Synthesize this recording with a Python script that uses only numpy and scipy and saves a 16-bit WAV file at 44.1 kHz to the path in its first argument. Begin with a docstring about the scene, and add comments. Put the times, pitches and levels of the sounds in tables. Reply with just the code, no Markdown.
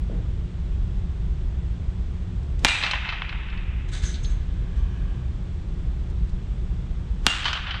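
"""Ventilation rumbles through a large indoor hall, and a dull thud sounds further off, as batting practice begins.
Shoes scuff, then come two swings: each a swish of torn air, a hard crack of filtered impulse and a short modal ring.
The far wall and the roof throw the cracks back as slaps and pings over a diffuse tail; side netting adds a wash.
Between the swings balls scrape, jingle and clack in the thrower's wire basket: bursts of clicks ringing modes.
A limiter ducks everything after each crack and lets go slowly."""
import sys
import numpy as np
from scipy import signal
from scipy.fft import rfft, irfft
from scipy.io import wavfile
from scipy.ndimage import uniform_filter1d

SR = 44100
rng = np.random.default_rng(int(sys.argv[2]) if len(sys.argv) > 2 else 0)


def transcribe(signal):
    """Save signal, clipped to [-1, 1], as a 16-bit WAV file at the path in sys.argv[1]."""
    frames = np.atleast_2d(signal).T
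    limited = np.clip(frames, -1, 1)
    pcm = np.round(limited * 32767).astype(np.int16)
    wavfile.write(sys.argv[1], SR, pcm)


N = 343980
T = np.arange(N) / SR
TAIL = T[:2 * SR]  # time axis of the reflections, in seconds


def undb(db):
    """Decibels to gain."""
    return 10 ** (np.asarray(db) / 20)


def unit(x):
    """Scale to rms 1."""
    return x / np.sqrt(np.mean(x ** 2))


def add(out, s, x):
    """Mix x into out from time s on."""
    i = int(s * SR)
    out[i:i + len(x)] += x[:len(out) - i]


def on_log(hz, points):
    """Read (Hz, value) points on a log-frequency axis."""
    f, value = np.transpose(points)
    return np.interp(np.log(hz + 1), np.log(f), value)


def colour(x, points):
    """Filter x by a (Hz, dB) curve."""
    hz = np.fft.rfftfreq(len(x), 1 / SR)
    return irfft(rfft(x) * undb(on_log(hz, points)), len(x))


def lowpass(x, hz, order=4):
    """Causal low-pass."""
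    sos = signal.butter(order, min(hz, SR / 2 - 1000), fs=SR, output="sos")
    return signal.sosfilt(sos, x)


def walk(rate, size):
    """A random wander through `rate` new values a second, with a spread near 1."""
    return np.interp(T[:size] * rate, np.arange(1024), rng.standard_normal(1024))


def burst(length_s, grain_db=3, rise=0):
    """A dying cloud of uneven clicks, of unit energy; it swells over the share `rise` of its length."""
    t = T[:SR // 2]
    swell = np.minimum((t + 1 / SR) / (rise * length_s + 1 / SR), 1)
    unevenness = undb(grain_db * rng.standard_normal(len(t)))
    x = rng.standard_normal(len(t)) * unevenness * np.exp(-t / length_s) * swell
    return x / np.linalg.norm(x)


def rub(db, length_s, grain_db=3, rise=0):
    """A cloud of contact clicks whose strength is set by db, whatever its length."""
    return undb(db) * burst(length_s, grain_db, rise) * np.sqrt(length_s * SR / 2)


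def ring(modes, pitch=1):
    """Damped sines from (Hz, t60 s, dB) rows: each mode of a struck body dies at its own rate."""
    t = T[:SR // 4]
    out = 0
    for hz, t60, db in modes:
        decay = np.exp(-np.log(1000) * t / t60)
        out = out + undb(db) * decay * np.sin(2 * np.pi * hz * pitch * t)
    return out


def resonate(clicks, modes, pitch=1):
    """A set of modes rings under a run of clicks."""
    body = ring(modes, pitch)
    return signal.fftconvolve(clicks, body / np.linalg.norm(body))


# Air noise from the ducts. Each row: frequency in Hz, spectral level in relative dB.
DUCT_AIR = [(12, -38), (20, -7.5), (42, 0.5), (63, 0), (108, -13), (175, -16.5), (205, -24), (268, -30.5),
            (360, -31), (390, -32.5), (538, -40), (2680, -51), (3320, -54), (7820, -68), (12000, -88.5),
            (15600, -119), (22000, -120)]
# Fan motor tones. Each row: frequency in Hz, rms level in dB.
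FAN_HUM = [(120, -44.5), (179, -45.5), (360, -58)]


def ventilation(air_db=-25, flutter_db=0.5, waver_rad=0.49, hiss_db=-63):
    """Duct rumble that flutters, a steady hiss from the outlets, and motor hum of wavering phase."""
    air = undb(air_db) * unit(colour(rng.standard_normal(N), DUCT_AIR))
    rumble = colour(air, [(150, -2.5), (400, -45.5)])
    flutter = rumble * (undb(flutter_db * walk(8.6, N)) - 1)
    hiss = colour(rng.standard_normal(N), [(1000, -16.0), (2500, -10.5), (3400, 0.5), (4500, -11.5),
                                           (8400, -13.5), (9500, -37.0), (13000, -59.5)])
    hum = 0
    for hz, db in FAN_HUM:
        phase = 2 * np.pi * hz * T + waver_rad * walk(9.7, N)
        hum = hum + undb(db) * np.sqrt(2) * np.sin(phase)
    return air + flutter + undb(hiss_db) * unit(hiss) + hum


# Tone of the wash round a dull thud further off. Each row: frequency in Hz, gain in dB.
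THUD_WASH = [(100, -13), (250, -1), (550, -7.5), (850, -22.5), (2000, -27), (8000, -59)]


def distant_thud(start_s=.0975, mode_db=-23, mode_hz=560, mode_t60_s=0.013, wash_db=16):
    """One short, dulled mode for the blow, and a noise burst for its wash of reflections."""
    thud, wash = np.zeros((2, N))
    add(thud, start_s, lowpass(ring([(mode_hz, mode_t60_s, mode_db)]), 620))
    add(wash, start_s, undb(wash_db) * lowpass(burst(0.12, rise=0.15), 7000))
    return thud + colour(wash, THUD_WASH)


# Shoes scuffing the turf. Each row: start in seconds, level in dB before the tone curve.
SHOE_SCUFFS = [(2.43, -56), (2.592, -46), (6.1, -56), (6.294, -54)]
# Low thumps as the batter steps back. Each row: start in seconds, level in dB before the low-pass.
BACK_STEPS = [(4.035, -6.5), (4.239, -15)]


def shoes(scuff_s=0.0082, step_hz=52, step_t60_s=0.045):
    """Scuffs are short clouds of friction clicks; steps are single damped low modes."""
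    scuffs, steps = np.zeros((2, N))
    for s, db in SHOE_SCUFFS:
        add(scuffs, s, rub(db, scuff_s))
    for s, db in BACK_STEPS:
        add(steps, s, lowpass(ring([(step_hz, step_t60_s, db)]), 180))
    return steps + colour(scuffs, [(1000, -21.0), (4000, 7.5), (8500, 0.0), (12000, -32.0)])


# The swings, shared by swish and batting. Each row: moment of the crack in seconds, gain of the blow in dB,
# hall send in dB, ring sent into the hall in dB, Doppler rise of the ring towards the far wall as a share
# of its pitch, side netting send in dB, ring sent into the netting in dB.
BAT_SWINGS = [(2.6471, 5.5, -2.5, -.5, .103, -12, 3), (7.2654, 2, -3.5, -8, .085, -19, -2.5)]


def swish(db=-33, rise_s=0.015, fall_s=0.016):
    """Air torn by the barrel: coloured noise, loudest where the bat is fastest."""
    speed = 0
    for s, *_ in BAT_SWINGS:
        speed = speed + np.exp(-np.maximum((s - T) / rise_s, (T - s) / fall_s))
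    air = colour(rng.standard_normal(N), [(60, -32.5), (220, 3.0), (600, -7.5), (3000, -18.0),
                                          (8000, -28.0), (12000, -47.5)])
    return undb(db) * speed * unit(air)


def crack(spectrum, dispersion=0.855):
    """The blow itself: bending waves carry the treble out first and the bass a millisecond or two later."""
    hz = np.fft.rfftfreq(SR // 4, 1 / SR)
    delay = np.exp(-1j * dispersion * np.sqrt(hz))  # phase in radians grows with the root of frequency
    blow = irfft(undb(on_log(hz, spectrum)) * delay, SR // 4)
    return blow * np.exp(-(T[:SR // 4] / .05) ** 2)


# A surface that scatters for this long returns half its energy as a clean slap.
MIRROR_S = .002


def echoes(table, low_hz=500, air_db_per_s=18, grain_db=9):
    """Each surface returns a mirror-like slap and scattered ones; the long way through the air dulls them."""
    out, hz = np.zeros(len(TAIL)), np.fft.rfftfreq(SR // 2, 1 / SR)
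    for lag, db, scatter_s, edge_hz in table:
        mirror = MIRROR_S / (MIRROR_S + scatter_s)  # share of energy in the clean slap
        scattered = np.sqrt(1 - mirror) * burst(scatter_s, grain_db)
        slap = lowpass(np.r_[np.sqrt(mirror), scattered], edge_hz)
        air_loss_db = air_db_per_s * lag * (hz / 7000) ** 2  # the rate holds at 7 kHz
        slap = irfft(rfft(slap, SR // 2) * undb(-air_loss_db))[:SR // 4]
        add(out, lag, undb(db) * slap)
    sos = signal.butter(2, low_hz, "high", fs=SR, output="sos")
    return signal.sosfilt(sos, out + 1e-18)


FAR_DB, FAR_LOSS_DB_PER_S = -3, 33.5  # base gain, and loss with lag: a longer path returns less
PING_EDGE_SHARE = 0.77  # the ring comes back duller than the crack
# Every wall echo comes again by way of the roof: further lag, gain, scatter, share of the treble edge.
ROOF_LAG_S, ROOF_DB, ROOF_SCATTER_S, ROOF_EDGE_SHARE = .022, -6.5, .035, .85


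def far_wall(blow, bat_ring, lag, scatter_s, low_hz, edge_hz, ring_db, strength_db):
    """A wall returns the crack as a slap and the ring as a clean ping, weaker with lag; a roof wash follows."""
    db = FAR_DB + strength_db - FAR_LOSS_DB_PER_S * lag
    straight = (lag, db, scatter_s, edge_hz)
    by_roof = (lag + ROOF_LAG_S, db + ROOF_DB, ROOF_SCATTER_S, edge_hz * ROOF_EDGE_SHARE)
    out = signal.fftconvolve(blow, echoes([straight, by_roof], low_hz, grain_db=4.5))
    add(out, lag, undb(db + ring_db) * lowpass(bat_ring, edge_hz * PING_EDGE_SHARE))
    return out


# The hall's diffuse tail. Each row: band centre in Hz, level in relative dB, t60 in seconds.
HALL_BANDS = [(100, -58, .6), (230, -36, 0.36), (439, -41, 1.9), (1030, -40, 2.75), (2520, -36, 2.66),
              (3950, -39.5, 1.75), (5000, -43.5, 1.6), (7800, -34, 0.73), (10130, -48.5, 0.61),
              (15100, -49.5, .3)]


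def hall(build_s=0.0078):
    """Diffuse tail: noise builds up quickly and each band decays at its own rate."""
    noise = rfft(rng.standard_normal(len(TAIL)))
    hz, rows = np.fft.rfftfreq(len(TAIL), 1 / SR), np.array(HALL_BANDS)
    out = 0
    for share, (_, db, t60) in zip(np.eye(len(rows)), rows):
        band = irfft(noise * on_log(hz, np.c_[rows[:, 0], share]))  # bands crossfade into each other
        out = out + band * undb(db) * np.exp(-np.log(1000) * TAIL / t60)
    return out * (1 - np.exp(-(TAIL / build_s) ** 2))


def clumped(tail):
    """The roof trusses return the tail as clumps of separate reflections."""
    clumps_db = 3 * walk(700, len(tail)) + 1.2 * walk(60, len(tail))
    return tail * unit(undb(clumps_db))


# Bat modes. Each row: frequency in Hz, t60 in seconds, relative dB in the first swing, in the second.
BAT_MODES = [(1030, .012, -25, -56), (1460, .1, -47, -33), (2385, .12, -18.5, -50), (2800, .12, -26, -16),
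             (3760, .014, -12, -22), (5930, .04, -34, -46), (6730, .09, -45, -34), (7740, .03, -27, -40)]
# Crack of ball on barrel. Each row: frequency in Hz, relative dB in the first swing, in the second.
CRACK_SPECTRA = [(59.7, 27, 19), (281, 21.5, 26.5), (463, 8.5, 15), (625, 18, 18.5), (980, 21.5, 24),
                 (1290, 20.5, 27.5), (1720, 22, 25), (2180, 23.5, 21), (3210, 21.5, 27.5), (4000, 19, 22),
                 (4530, 15, 21), (5800, 12.5, 15.5), (8260, 6.5, 11), (12150, -6.5, -1.5),
                 (15000, -30, -33.5)]
# Ground and surfaces round the plate. Each row: lag in seconds, scatter in seconds, treble edge in Hz,
# gain in dB in the first swing, in the second.
PLATE_ECHOES = [(.0012, 0.0028, 7070, -5, -7), (.0033, .0008, 8100, -5.5, -8.5),
                (.0058, 0.0026, 9500, -7, -17), (.0196, .0004, 4200, -9.5, -14),
                (.037, .009, 9000, -8.5, -17)]
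# Far walls. Each row: lag in seconds, scatter in seconds, bass edge in Hz, treble edge in Hz,
# share of the bat's ring in dB, relative strength in dB in the first swing, in the second.
WALLS = [(.104, 0.0057, 900, 4500, 11.5, -10, -28), (.1783, 0.0084, 696, 5000, -6, -2.5, -5),
         (.189, 0.02, 510, 5500, 7, 1, 2.5), (.216, 0.012, 700, 5450, -5, -1.5, -1.5),
         (.2645, 0.0068, 1100, 7300, 8.5, -1, 0.5), (.286, 0.013, 610, 3630, -5, 3.5, -1),
         (.305, 0.0089, 685, 3800, 2, -3.5, -4.5), (.403, 0.03, 700, 3550, -3, 0.5, 3),
         (.4425, 0.011, 1490, 4700, 7, 3.5, 3), (.476, 0.022, 600, 4320, -13, 3.5, 3),
         (.572, 0.0019, 1000, 3360, 3, 7.5, 0), (.645, 0.0076, 1600, 4830, -1, 4, 0),
         (.679, .005, 1100, 3300, 2, 4.5, 0), (.74, .012, 900, 3500, 2, -1, 0),
         (.838, 0.0068, 1000, 3300, -1, 2, 0), (.853, 0.0068, 1500, 5000, -4, 1, 0),
         (.88, .015, 900, 3170, -4, 8, 0), (.928, 0.0046, 2500, 4600, 0, 5, 0),
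         (1.04, 0.038, 900, 3300, -8, 3, 0)]
# Paths into the hall. Each row: share of the Doppler rise, hall gain in dB, extra ring in the hall in dB,
# extra ring in the netting in dB.
HALL_PATHS = [(0, -6.5, 1, 0), (.47, -4.5, -1, -6), (1, -5, 1, -8)]
# The direct ring swells as the bat turns broadside to the listener.
NEAR_RING_DB, NEAR_RING_SWELL_S = 8.5, .014


def batting(netting_lag_s=.03, netting_scatter_s=0.088, netting_edge_hz=8500):
    """The moving bat rings at its own pitch towards the listener behind it, higher towards the far wall."""
    out = np.zeros(N)
    netting_row = (netting_lag_s, 0, netting_scatter_s, netting_edge_hz)
    nettings = [echoes([netting_row], low_hz=800, grain_db=3.5) for _ in HALL_PATHS]
    tails = [clumped(hall()) for _ in HALL_PATHS]
    for k, swing in enumerate(BAT_SWINGS):
        s, db, hall_db, ring_db, doppler, netting_db, netting_ring_db = swing
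        modes = [(hz, t60, dbs[k]) for hz, t60, *dbs in BAT_MODES]
        blow = crack([(hz, dbs[k]) for hz, *dbs in CRACK_SPECTRA])
        backward, forward = ring(modes), ring(modes, 1 + doppler)

        near_rows = [(lag, dbs[k], scatter_s, edge_hz) for lag, scatter_s, edge_hz, *dbs in PLATE_ECHOES]
        near = echoes(near_rows, low_hz=217)
        near[0] += 1  # the direct path
        sound = signal.fftconvolve(blow, near + undb(netting_db) * nettings[0])
        swell = 1 - np.exp(-T[:len(backward)] / NEAR_RING_SWELL_S)
        add(sound, 0, undb(NEAR_RING_DB) * backward * swell)

        for *wall, first_db, second_db in WALLS:
            sound += far_wall(blow, forward, *wall, strength_db=(first_db, second_db)[k])

        for (share, share_db, extra_db, side_db), tail, netting in zip(HALL_PATHS, tails, nettings):
            shifted = ring(modes, 1 + share * doppler)
            sound += undb(netting_ring_db + side_db) * signal.fftconvolve(shifted, netting)
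            into_hall = blow + undb(ring_db + extra_db) * shifted
            sound += undb(hall_db + share_db) * signal.fftconvolve(into_hall, tail)
        add(out, s, undb(db) * sound)
    return out


# Balls scraping along the basket. Each row: start in seconds, level in dB before colouring,
# decay length in seconds.
BALL_SCRAPES = [(3.882, -46, 0.018), (3.914, -36, 0.074), (4.016, -36.5, 0.079), (4.293, -48, .032),
                (4.755, -57, .04)]
# Balls striking the wires. Each row: start in seconds, level in dB before the wires ring, wire pitch in Hz,
# decay length of the contact in seconds.
WIRE_JINGLES = [(4.049, -34.5, 6190, .043), (4.228, -43, 6390, .041), (4.756, -66, 5880, .05),
                (4.89, -67, 5750, .06)]
# Balls clacking together. Each row: start in seconds, level in dB before colouring, decay length in seconds.
BALL_CLACKS = [(3.935, -37.5, .018), (4.039, -31.5, .009), (4.141, -33, .024), (4.2455, -30, .011)]
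# Tone of a scrape. Each row: frequency in Hz, gain in dB.
SCRAPE_TONE = [(700, -26), (1200, -16), (1700, 9), (2800, 0.5), (3800, 10.5), (5000, -0.5), (8000, -0.5),
               (9500, -15), (11000, -44), (14000, -40)]
# Tone of a clack. Each row: frequency in Hz, gain in dB.
CLACK_TONE = [(1000, -27.5), (2500, -8), (3900, 8.5), (5500, -7.5), (9000, -33), (14000, -57)]
# Modes of the basket's wires. Each row: pitch ratio, t60 in seconds, relative level in dB.
WIRE_MODES = [(1, .05, 0), (1.034, .03, -3), (1.245, .02, -9)]
# Modes of the basket's rim, which rings under a scrape. Each row: frequency in Hz, t60 in seconds,
# relative level in dB.
RIM_MODES = [(1530, .035, -3), (1730, .035, 0), (2350, .01, 2), (3620, .04, 0), (4230, .025, -4)]
WIRE_HZ, SCRAPE_WIRE_DB, RIM_DB = 6190, -10.5, -6.5  # wire pitch, wire and rim gains under a scrape


def basket(wet_db=-9, wet_edge_hz=6000, grain_db=6, rise=0.28):
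    """Balls scrape along the basket, set its wires and rim ringing and clack together; the hall answers."""
    scrapes, jingle, clacks = np.zeros((3, N))
    for s, db, length_s in BALL_SCRAPES:
        clicks = rub(db, length_s, grain_db, rise)
        add(scrapes, s, clicks)
        add(jingle, s, undb(SCRAPE_WIRE_DB) * resonate(clicks, WIRE_MODES, WIRE_HZ))
        add(jingle, s, undb(RIM_DB) * resonate(clicks, RIM_MODES))
    for s, db, hz, length_s in WIRE_JINGLES:
        add(jingle, s, resonate(rub(db, length_s, grain_db, rise), WIRE_MODES, hz))
    for s, db, length_s in BALL_CLACKS:
        add(clacks, s, rub(db, length_s))
    direct = colour(scrapes, SCRAPE_TONE) + colour(clacks, CLACK_TONE) + lowpass(jingle, 8900)
    reverb = signal.fftconvolve(lowpass(direct, wet_edge_hz, order=2), hall())[:N]
    return direct + undb(wet_db) * reverb


# Modes of the basket's frame. Each row: frequency in Hz, t60 in seconds, relative level in dB.
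FRAME_MODES = [(1160, 0.022, -3), (1635, 0.014, 1), (2460, 0.011, -3.5), (3000, .012, -5)]


def rolling(peak_s=4.94, rise_s=.36, fall_s=0.36, db=-53.5, grain_db=6, edge_hz=3800):
    """The disturbed balls roll and settle; their tiny contacts sound the basket's frame."""
    motion = np.exp(-np.maximum((peak_s - T) / rise_s, (T - peak_s) / fall_s) ** 2)
    unevenness = undb(grain_db * rng.standard_normal(N))
    contacts = lowpass(rng.standard_normal(N) * unevenness, edge_hz)
    return undb(db) * motion * unit(resonate(contacts, FRAME_MODES)[:N])


def scene():
    """Everything as it reaches one microphone behind the plate."""
    before_contact = ventilation() + distant_thud() + shoes() + swish()
    return (before_contact + batting() + basket() + rolling())[None]


def record(dry, threshold_db=-6, release_db_per_s=5, top_hz=16000):
    """A limiter grabs each crack and lets go slowly; what overshoots is clipped, and the top is cut."""
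    power = np.abs(uniform_filter1d(dry[0] ** 2, size=64))
    over_db = 10 * np.log10(power + 1e-12) - threshold_db
    release_db = release_db_per_s * T
    held_db = np.maximum.accumulate(over_db + release_db) - release_db  # peak hold that falls steadily
    limited = np.clip(dry * undb(-np.maximum(held_db, 0)), -.93, .93)
    return signal.sosfilt(signal.ellip(8, .2, 70, top_hz, fs=SR, output="sos"), limited)


dry = scene()
out = record(dry)
transcribe(out)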